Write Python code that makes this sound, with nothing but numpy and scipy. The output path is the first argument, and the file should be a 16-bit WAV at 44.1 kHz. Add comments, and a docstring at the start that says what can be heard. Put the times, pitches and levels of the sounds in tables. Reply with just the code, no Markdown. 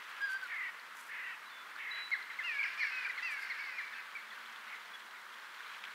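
"""Waterbirds on a flooded meadow

A duck's soft whistle and three trilled rasps lead to a run of falling gull-like wails, mixed with
short down-swept yelps; two fainter rasps follow. Wails and rasps are harmonics shaped by throat
resonances, the other calls nearly pure tones. Small birds pip far off, and reeds and banks echo.
Drips, dabbling and fine spray sit on a steady wash of wind and water and a faint low drone."""
import sys
import numpy as np
from scipy import signal
from scipy.fft import rfft, irfft
from scipy.io import wavfile
from scipy.ndimage import uniform_filter1d

SR = 44100
rng = np.random.default_rng(int(sys.argv[2]) if len(sys.argv) > 2 else 0)


def int16_out(signal):
    """Quantize to a 16-bit WAV file."""
    q = np.round(np.clip(np.atleast_2d(signal).T, -1, 1) * 32767)
    wavfile.write(sys.argv[1], SR, q.astype(np.int16))


N = 261954
TIME = np.arange(N) / SR


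def wail(s, length, top_hz, settled_hz, sink_s, db, fade_db, first_ring_hz, last_ring_hz, ring_db,
         upper_hz, upper_db, edge_hz, edge_db, hoarse_db, low_db):
    """A hoarse cry that leaps to its top pitch, drops as the tension goes and keeps sagging."""
    leap_s, leap_share, sag_hz_per_s = 0.027, 0.11587, 190
    # Gain of the throat: (frequency [Hz], gain [dB])
    throat_curve = [(500, -57), (1100, -30), (1600, 8), (2000, 4), (2400, 5), (2750, -3), (3050, -9),
                    (3600, -33.5), (4200, -12.5), (4800, -14.5), (5350, -17.5), (6100, -30.5), (6600, -45),
                    (8000, -55.5)]
    t, u = clock(length)
    since_top = np.maximum(t - leap_s, 0)
    tension = 1 / (1 + (since_top / sink_s) ** 2)
    rise = 1 - leap_share * np.maximum(1 - t / leap_s, 0) ** 2
    pitch = rise * (settled_hz + (top_hz - settled_hz) * tension - sag_hz_per_s * since_top)
    ring = rise * (last_ring_hz + (first_ring_hz - last_ring_hz) * tension)
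    edge = rise * (5750 + (edge_hz - 5750) * tension)
    resonances = [  # (centre [Hz], width [Hz], lift [dB])
        (1770, 320, low_db),  # a second, lower tone
        (ring, 220, ring_db * (0.75 + 0.25 * tension)),  # picks out one harmonic as a whistle
        (upper_hz * (0.85 + 0.15 * tension), 390, upper_db * tension),
        (edge, 580, edge_db * (0.5 + 0.5 * tension))]  # broad bright edge

    def throat(f):
        lifts = sum(lift * np.exp(-((f - hz) / width) ** 2) for hz, width, lift in resonances)
        return spectrum_at(throat_curve, f) + lifts

    voice = harmonics(pitch * (1 + 0.0044 * wander(len(t), 250)), throat, flicker_db=1.3)
    breath = amp(hoarse_db) * unit(colour(rng.standard_normal(len(t)), throat_curve))
    flutter = 1 + (0.16 + 0.28 * u) * wander(len(t), 100)
    level = amp(db + fade_db * u) * envelope(t, attack=0.026, release=0.066)
    return s, level * (voice * flutter + breath)


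def yelp(s, length, first_hz, last_hz, db, rough, bend, swell_db, octave_db):
    """A short note that bends downward ever faster, with its octave above."""
    u = np.linspace(0, 1, int(length * SR))
    pitch = first_hz + (last_hz - first_hz) * u ** bend
    phase = phase_of(pitch * (1 + 0.076 * rough * wander(len(u), 590)))
    tone = (np.sin(phase) + amp(octave_db) * np.sin(2 * phase)) * (1 + rough * wander(len(u), 510))
    return s, np.sqrt(2) * amp(db + swell_db * (u - 0.5)) * tone * signal.windows.tukey(len(u), 0.38)


def rasp(s, length, first_hz, last_hz, db, centre_hz, depth, rough, upper_db, onset_db,
         first_trill_hz, last_trill_hz, swing, calming):
    """A trilled buzz behind two narrow throat resonances; it starts hoarse and clears as it sags."""
    swing_s, onset_s, width_hz, throb_depth = 0.019, 0.037, 205, 0.24
    t, u = clock(length)
    size = len(t)
    strain = 1 - calming * np.sin(np.pi / 2 * u)
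    rough = rough * strain
    trill_hz = first_trill_hz + (last_trill_hz - first_trill_hz) * u
    beat = np.cumsum(trill_hz * (1 + 0.0031 * wander(size, 5.7))) / SR % 1
    # Each beat scoops the pitch upward; it drops back within a few milliseconds.
    scoop = depth * strain * uniform_filter1d(beat - 0.5, size=180)
    arch = 0.082 * (np.sin(np.pi * beat) - 2 / np.pi)
    glide = first_hz + (last_hz - first_hz) * u ** 0.7
    pitch = glide * (1 + scoop + arch + 0.062 * rough * wander(size, 273))
    # The resonances swing up at the start, overshoot and sink.
    opening = 2 * swing * ((t / swing_s) ** 2 - 1) * np.exp(-(t / swing_s) ** 2 / 2)
    centre = centre_hz * (1 - 0.028 * (u - 0.5) + opening)

    def throat(f):
        lower, upper = (1 / (1 + ((f - hz) / width_hz) ** 2) for hz in (centre, 1.37 * centre))
        gain = lower + amp(upper_db + 18 * (u - 1)) * upper + amp(-40)
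        roll_off = (1 + (1200 / f) ** 6) * (1 + (f / 4800) ** 8)
        return 20 * np.log10(gain / roll_off)

    voice = harmonics(pitch, throat, flicker_db=3) * (1 + rough * wander(size, 530))
    throb = 1 - throb_depth + throb_depth * np.sin(np.pi * beat ** 0.51)
    level = amp(db + onset_db * np.exp(-(t / onset_s) ** 2) + 0.9 * wander(size, 30))
    return s, level * envelope(t, attack=0.012, release=0.055) * unit(voice * throb)


def whistle(curve, partials, jitter, flutter_db):
    """A nearly pure note that glides along its curve of pitch and level and trembles a little."""
    s, hz, db = np.transpose(curve)
    t = np.arange(s[0], s[-1], 1 / SR)
    phase = phase_of(np.interp(t, s, hz) * (1 + jitter * wander(len(t), 150)))
    level = amp(np.interp(t, s, db) + flutter_db * wander(len(t), 50))
    return s[0], np.sqrt(2) * level * sum(amp(gain) * np.sin(k * phase) for k, gain in partials)


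def pip(s, length, first_hz, last_hz, arch_hz, db):
    """A small bird's pure note, its pitch bowed up or down."""
    t, u = clock(length)
    pitch = first_hz + (last_hz - first_hz) * u + arch_hz * np.sin(np.pi * u)
    phase = phase_of(pitch * (1 + 0.0038 * wander(len(t), 150)))
    return s, np.sqrt(2) * amp(db) * envelope(u, attack=0.304, release=0.3) * np.sin(phase)


def drip(hz, ring_s=0.0034, snap=0.98):
    """A snap of the surface and the brief ring of a tiny bubble."""
    t = np.arange(SR // 50) / SR
    strike = np.sin(2 * np.pi * hz * t) + snap * rng.standard_normal(len(t))
    shape = np.exp(-t / ring_s) * (1 - np.exp(-t / 0.0002))
    band = signal.butter(2, [1100, 5500], "bandpass", fs=SR, output="sos")
    sound = signal.sosfilt(band, strike * shape)
    return sound / abs(sound).max()


def dabbling(drips_per_s=330):
    """A duck dabbles among the weeds: countless tiny drips, a few larger than the rest."""
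    # Ebb and flow of the dabbling: (time [s], level [dB])
    activity = [(0, -59), (.45, -60.5), (.8, -93), (1.7, -75), (2.6, -57.5), (4.1, -64.5), (4.5, -61.5),
                (5.05, -64), (5.5, -62), (5.7, -58.5), (5.94, -60.5)]
    pitches = np.geomspace(2500, 4300, num=16)
    patter = np.zeros(N)
    for hz in pitches:
        sizes = amp(2 * np.minimum(rng.exponential(1, N), 3.5))
        hits = rng.random(N) < drips_per_s / len(pitches) / SR
        patter += signal.oaconvolve(sizes * hits, drip(hz))[:N]
    return unit(patter) * amp(np.interp(TIME, *np.transpose(activity)))


def spray(s, length, db, grain_db=4):
    """Fine spray: a grainy burst of high fizz."""
    # Tone of the fizz: (frequency [Hz], gain [dB])
    fizz_colour = [(300, -60), (2500, -18), (5000, 4), (7500, 6), (12500, 3), (15500, -9)]
    size = int(length * SR)
    fizz = rng.standard_normal(size) * amp(grain_db * wander(size, 600))
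    return s, amp(db) * unit(colour(fizz, fizz_colour) * signal.windows.tukey(size, 0.7))


def banks(x, t60, delay_s, echoes_per_s=1500):
    """Reeds and far banks scatter a thin tail of echoes."""
    t = np.arange(SR) / SR
    taps = rng.standard_normal(SR) * (rng.random(SR) < echoes_per_s / SR)
    taps *= amp(-60 * t / t60) * (t > delay_s)
    return signal.fftconvolve(x, taps / np.linalg.norm(taps))[:N]


def wash(gain_db=6):
    """Distant wind and water: the mids follow the breeze, the top is a steady, wide hiss."""
    # Tone of the wash: (frequency [Hz], gain [dB])
    wash_colour = [(25, -63), (60, -55), (100, -42), (150, -27.5), (190, -21), (300, -18), (450, -14),
                   (750, -11), (1000, -1), (1500, 3), (2100, -0.5), (2700, -7), (3500, -11), (4500, -16),
                   (6000, -22), (9000, -25.5), (15500, -28)]
    # Strength of the breeze: (time [s], level before the gain [dB])
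    breeze = [(0, -53.5), (.8, -57.5), (1.5, -57), (2.3, -54.5), (3.2, -53), (4.0, -58), (4.7, -55),
              (5.2, -59.5), (5.5, -56), (5.7, -54), (5.94, -55)]
    # Stereo width: (frequency [Hz], side relative to mid [dB])
    width = [(30, -20), (300, -76), (4500, -61), (6500, -100), (8000, -18), (15000, -0.5)]
    mid, side = (unit(colour(rng.standard_normal(N), wash_colour)) for _ in range(2))
    breeze_db = np.interp(TIME, *np.transpose(breeze))
    gusts = amp(breeze_db - breeze_db.mean() + wander(N, 21))
    body = colour(mid, [(200, -56), (600, -15), (2500, 1.5), (6000, -17.5)])
    mid = mid + body * (gusts - 1)
    side = colour(side, width)
    return amp(breeze_db.mean() + gain_db) * np.array([mid + side, mid - side])


def drone(width_hz=20):
    """A fuzzy low hum from far away: a narrow band of noise around a drifting pitch."""
    # Drift of the hum: (time [s], pitch [Hz], level [dB])
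    drift = [(0, 199.8, -99), (.9, 195, -83), (1.5, 200, -87), (2.8, 213.8, -89), (3.7, 225, -85),
             (4.399, 225.5, -80.5), (5.2, 215.2, -82), (5.5, 214, -92), (5.94, 209.3, -84)]
    s, hz, db = np.transpose(drift)
    phase = phase_of(np.interp(TIME, s, hz))
    hum = wander(N, width_hz) * np.cos(phase) + wander(N, width_hz) * np.sin(phase)
    return amp(np.interp(TIME, s, db)) * hum


def harmonics(pitch, throat, flicker_db):
    """Harmonics of a moving pitch, weighted by the throat's gain in dB; each flickers on its own."""
    k = np.arange(1, 17)[:, None]
    gains = amp(throat(k * pitch) + flicker_db * np.array([wander(len(pitch), 22) for _ in k]))
    # The throat delays each harmonic differently, softening the pulses.
    phases = k * phase_of(pitch) + 1.4 * k ** 2
    return np.sqrt(2) * (gains * np.cos(phases)).sum(0) / np.linalg.norm(gains, axis=0)


def wander(size, hz):
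    """Smooth random motion of rms about 1, rolling off above hz."""
    padded = size + SR // 4
    f = np.fft.rfftfreq(padded, 1 / SR)
    return unit(irfft(rfft(rng.standard_normal(padded)) * np.exp(-(f / hz) ** 2)))[:size]


def spectrum_at(points, hz):
    """Gain in dB at hz, interpolated on a log-frequency axis."""
    f, db = np.transpose(points)
    return np.interp(np.log(hz + 1), np.log(f + 1), db)


def colour(x, points):
    """Filters x by a curve of (frequency [Hz], gain [dB])."""
    return irfft(rfft(x) * amp(spectrum_at(points, np.fft.rfftfreq(len(x), 1 / SR))), len(x))


def clock(length):
    """Seconds since the start of a call, and the share of it gone by."""
    t = np.arange(0, length, 1 / SR)
    return t, t / length


def envelope(t, attack, release):
    """Smooth attack, hold and release, in the units of t."""
    fade_in = np.sin(np.pi / 2 * np.clip(t / attack, 0, 1))
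    return fade_in * np.sin(np.pi / 2 * np.clip((t[-1] - t) / release, 0, 1))


def phase_of(hz):
    return 2 * np.pi * np.cumsum(hz) / SR


def amp(db):
    return 10 ** (np.asarray(db) / 20)


def unit(x):
    return x / np.sqrt(np.mean(x ** 2) + 1e-20)


def add(mix, s, sound):
    part = mix[max(round(s * SR), 0):][:len(sound)]
    part += sound[:len(part)]


def scene():
    """Near and far birds with their echoes, over the sounds of the water."""
    # Gull-like wails: (time [s], length [s], top pitch [Hz], settled pitch [Hz], sinking time [s],
    # level [dB], fade [dB], first ring [Hz], last ring [Hz], ring lift [dB], upper resonance [Hz],
    # upper lift [dB], bright edge [Hz], edge lift [dB], hoarse noise [dB], low lift [dB])
    wails = [(2.425, 0.25, 705.5, 566, 0.042, -38, -3, 2920, 2080, 13, 5130, 4, 5850, -2, -24, 5.5),
             (2.625, 0.157, 556.6, 520, 0.047, -45.5, -8, 2250, 2000, 5, 4700, 4, 5270, 13, 3.5, 5),
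             (2.77, 0.16, 606, 531, 0.06, -39, -2.5, 2460, 2270, 5, 4700, 6, 5670, 9, -9, -5),
             (2.905, 0.22, 516.3, 509, 0.079, -42, -1, 2560, 2400, 9, 4400, 2, 5550, 5, -6, 2),
             (3.217, 0.28, 683.9, 551, 0.056, -37, -11, 2800, 2100, 11, 4900, 13, 6240, 13, -15, 4.5),
             (3.399, 0.24, 510.5, 468, 0.05, -53.5, 2, 2300, 2360, -6, 4570, 10, 5060, 13, 3, 2),
             (3.581, 0.36, 567.6, 498, 0.086, -44.5, -7.5, 2220, 2240, 13.5, 4600, 14, 5260, 8, -4.5, 0.5),
             (3.925, 0.12, 527, 508, 0.052, -53.5, 3, 2560, 2500, 6, 4500, -6, 5300, -9, 1, 2)]
    # Down-swept yelps: (time [s], length [s], first pitch [Hz], last pitch [Hz], level [dB],
    # roughness [0-1], bend [power, 1 = straight], swell [dB], octave [dB])
    yelps = [(2.113, 0.032, 2184, 1896, -32, 0.14, 2.89, 5.5, -22),
             (2.142, 0.016, 1780, 1598, -37, 0, 1.2, -2, -22),
             (2.15, 0.024, 2040, 1950, -46, 0.55, 1.7, -3, -11.5),
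             (2.299, 0.0256, 2148, 1780, -46.5, 0.17, 1.6, -2, -29),
             (2.387, 0.0166, 2186, 1860, -36.5, 0.091, 1.64, 4, -29.5),
             (2.399, 0.025, 1856, 1691, -42.5, 0.15, 1.16, 0, -24),
             (2.586, 0.035, 2390, 2122, -34.5, 0.06, 1.75, 0, -28),
             (2.625, 0.04, 2460, 1700, -39, 0.21, 1.048, -15, -26),
             (2.635, 0.025, 3013, 2572, -50.5, 0.07, 1.174, -10, -17),
             (2.65, 0.037, 2404, 2180, -44, 0.36, 1.61, -4, -29),
             (2.801, 0.0393, 2238, 1890, -36, 0.0057, 1.63, -1, -15),
             (2.83, 0.026, 1896, 1500, -36, 0.13, 1.5, -13, -26),
             (2.844, 0.021, 2332, 2250, -38, 0.1, 2, 0, -23),
             (3.047, 0.016, 2413, 2160, -37, 0, 1.72, 0, -22),
             (3.059, 0.0242, 1629, 1410, -42, 0.29, 1.5, 5, -19),
             (3.093, 0.021, 2074, 1842, -38.5, 0.16, 1.6, 0, -22),
             (3.173, 0.036, 2186, 1540, -41, 0.14, 1.84, -5, -17),
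             (3.497, 0.037, 2200, 1690, -40, 0.078, 2.06, -7, -15),
             (3.78, 0.04, 2200, 1527, -39.5, 0, 1.5, -9, -24),
             (3.921, 0.026, 2010, 1600, -45.5, 0.267, 1.23, 9, -13.5),
             (3.972, 0.034, 1704, 1500, -49.5, 0.2, 1.7, 7, -27),
             (4.149, 0.03, 2333, 2163, -43, 0.2, 2.1, 0, -25),
             (4.182, 0.0306, 2220, 1900, -51, 0.55, 2, 0, -15.5),
             (4.307, 0.036, 2020, 1560, -50, 0.2, 1.8, 0.5, -17)]
    # Trilled rasps: (time [s], length [s], first pitch [Hz], last pitch [Hz], level [dB],
    # resonance [Hz], trill depth [share], roughness [0-1], final upper resonance [dB], onset gain [dB],
    # first trill rate [Hz], last trill rate [Hz], resonance swing [share], calming [0-1])
    rasps = [(0.479, .235, 482, 362, -40.5, 2040, 0.14, 0.24, -30, -8, 51.7, 35.1, 0.019, 0.6),
             (1.085, 0.28, 428, 365.3, -44.5, 1906, 0.417, 0.14, -3.5, -4, 39.52, 39.1, 0.035, 0.88),
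             (1.775, 0.28, 428.3, 391.7, -44.5, 1970, 0.306, 0.21, -8, -1.5, 43.4, 47.1, 0.055, 0.53),
             (4.681, 0.11, 443, 404, -49.5, 2100, 0.21, 0.43, -14.5, -4, 51.3, 39.7, .02, 0.64),
             (5.125, 0.096, 430, 403, -59, 2090, 0.18, 0.37, -13.5, 3, 48, 42, .02, .6)]
    # The duck's soft, wavering whistle: (time [s], pitch [Hz], level [dB])
    duck_whistle = [(0.197, 1572, -73), (.207, 1605, -45), (.226, 1634, -36.5), (.245, 1637, -32.5),
                    (.27, 1609, -40.5), (.281, 1577, -43), (.292, 1530, -40.5), (.35, 1563, -37.5),
                    (.372, 1575, -41), (.384, 1578, -53.5), (.395, 1598, -48), (.41, 1557, -65),
                    (.421, 1548, -45), (.437, 1513, -41), (.452, 1460, -52), (.466, 1405, -43),
                    (.475, 1327, -58)]
    # Its partials: (harmonic [number], gain [dB])
    duck_partials = [(1, 0), (2, -24.5), (3, -22)]
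    # A small bird's long, thin whistle: (time [s], pitch [Hz], level [dB])
    thin_whistle = [(1.903, 4220, -74), (1.909, 4010, -56), (1.918, 3915, -42.5), (1.928, 3985, -53),
                    (1.942, 3960, -50), (1.99, 3958, -50), (2.04, 3958, -50), (2.085, 3950, -55.5),
                    (2.135, 3920, -58.5), (2.17, 3940, -65), (2.25, 3980, -87), (2.33, 3990, -62.5),
                    (2.42, 3980, -80)]
    # Small birds' pips: (time [s], length [s], first pitch [Hz], last pitch [Hz], arch [Hz], level [dB])
    pips = [(1.456, 0.0377, 3900, 3790, 112.5, -61.5), (1.494, 0.023, 4320, 4200, 68, -63),
            (1.486, 0.17, 3580, 3480, -33, -60.5), (1.635, 0.06, 3480, 3230, 30, -70),
            (4.303, 0.0089, 3390, 3330, 88, -51), (4.932, 0.032, 3446, 3329, -32, -51)]
    # Drips and bill splashes: (time [s], peak level [dB], pitch [Hz])
    drips = [(0.584, -56, 1415), (0.797, -47, 4360), (1.7586, -46, 4330), (1.7632, -34, 1364),
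             (1.789, -43, 3400), (2.106, -34, 1360), (2.227, -42, 4150), (2.637, -36, 2780),
             (4.46, -42.5, 3500), (4.561, -40.5, 3400), (5.341, -44.5, 3350), (5.606, -36.5, 1690),
             (5.748, -39, 2330), (5.839, -34.5, 3170), (5.84, -34, 2370), (5.852, -39.5, 3410)]
    # Bursts of spray: (time [s], length [s], level [dB])
    sprays = [(0.084, 0.038, -70), (.217, .005, -63), (0.289, 0.066, -63), (0.42, 0.037, -69),
              (.471, 0.0036, -61), (0.938, 0.11, -63.5), (1, 0.121, -67.5), (3.292, 0.059, -64),
              (3.376, 0.087, -67)]
    near, far, water = np.zeros((3, N))
    add(near, *whistle(duck_whistle, duck_partials, jitter=0.0039, flutter_db=0.3))
    for row in pips:
        add(near, *pip(*row))
    for row in rasps:
        add(near, *rasp(*row))
    add(near, *whistle(thin_whistle, [(1, 0)], jitter=0.0015, flutter_db=1))
    for row in wails:
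        add(far, *wail(*row))
    for row in yelps:
        add(far, *yelp(*row))
    for s, db, hz in drips:
        add(water, s, amp(db) * drip(hz, ring_s=0.0013, snap=0.28))
    for row in sprays:
        add(water, *spray(*row))
    # Tone of the echoes: (frequency [Hz], gain [dB])
    echo_colour = [(1000, 8), (2500, -3), (4500, 5), (6000, -2), (9000, -3)]
    echoes = banks(amp(-15) * near + amp(-10.5) * far, t60=0.67, delay_s=0.024)
    echoes += banks(amp(-14.5) * far, t60=0.32, delay_s=0.005)  # nearby reeds blur the cries
    return near + far + colour(echoes, echo_colour) + water + dabbling() + drone() + wash()


def record(dry):
    """A steep low-pass trims the very top of the treble."""
    low_pass = signal.firwin(767, cutoff=15720, window=("kaiser", 9), fs=SR)
    return signal.oaconvolve(dry, low_pass[None], "same")


dry = scene()
out = record(dry)
int16_out(out)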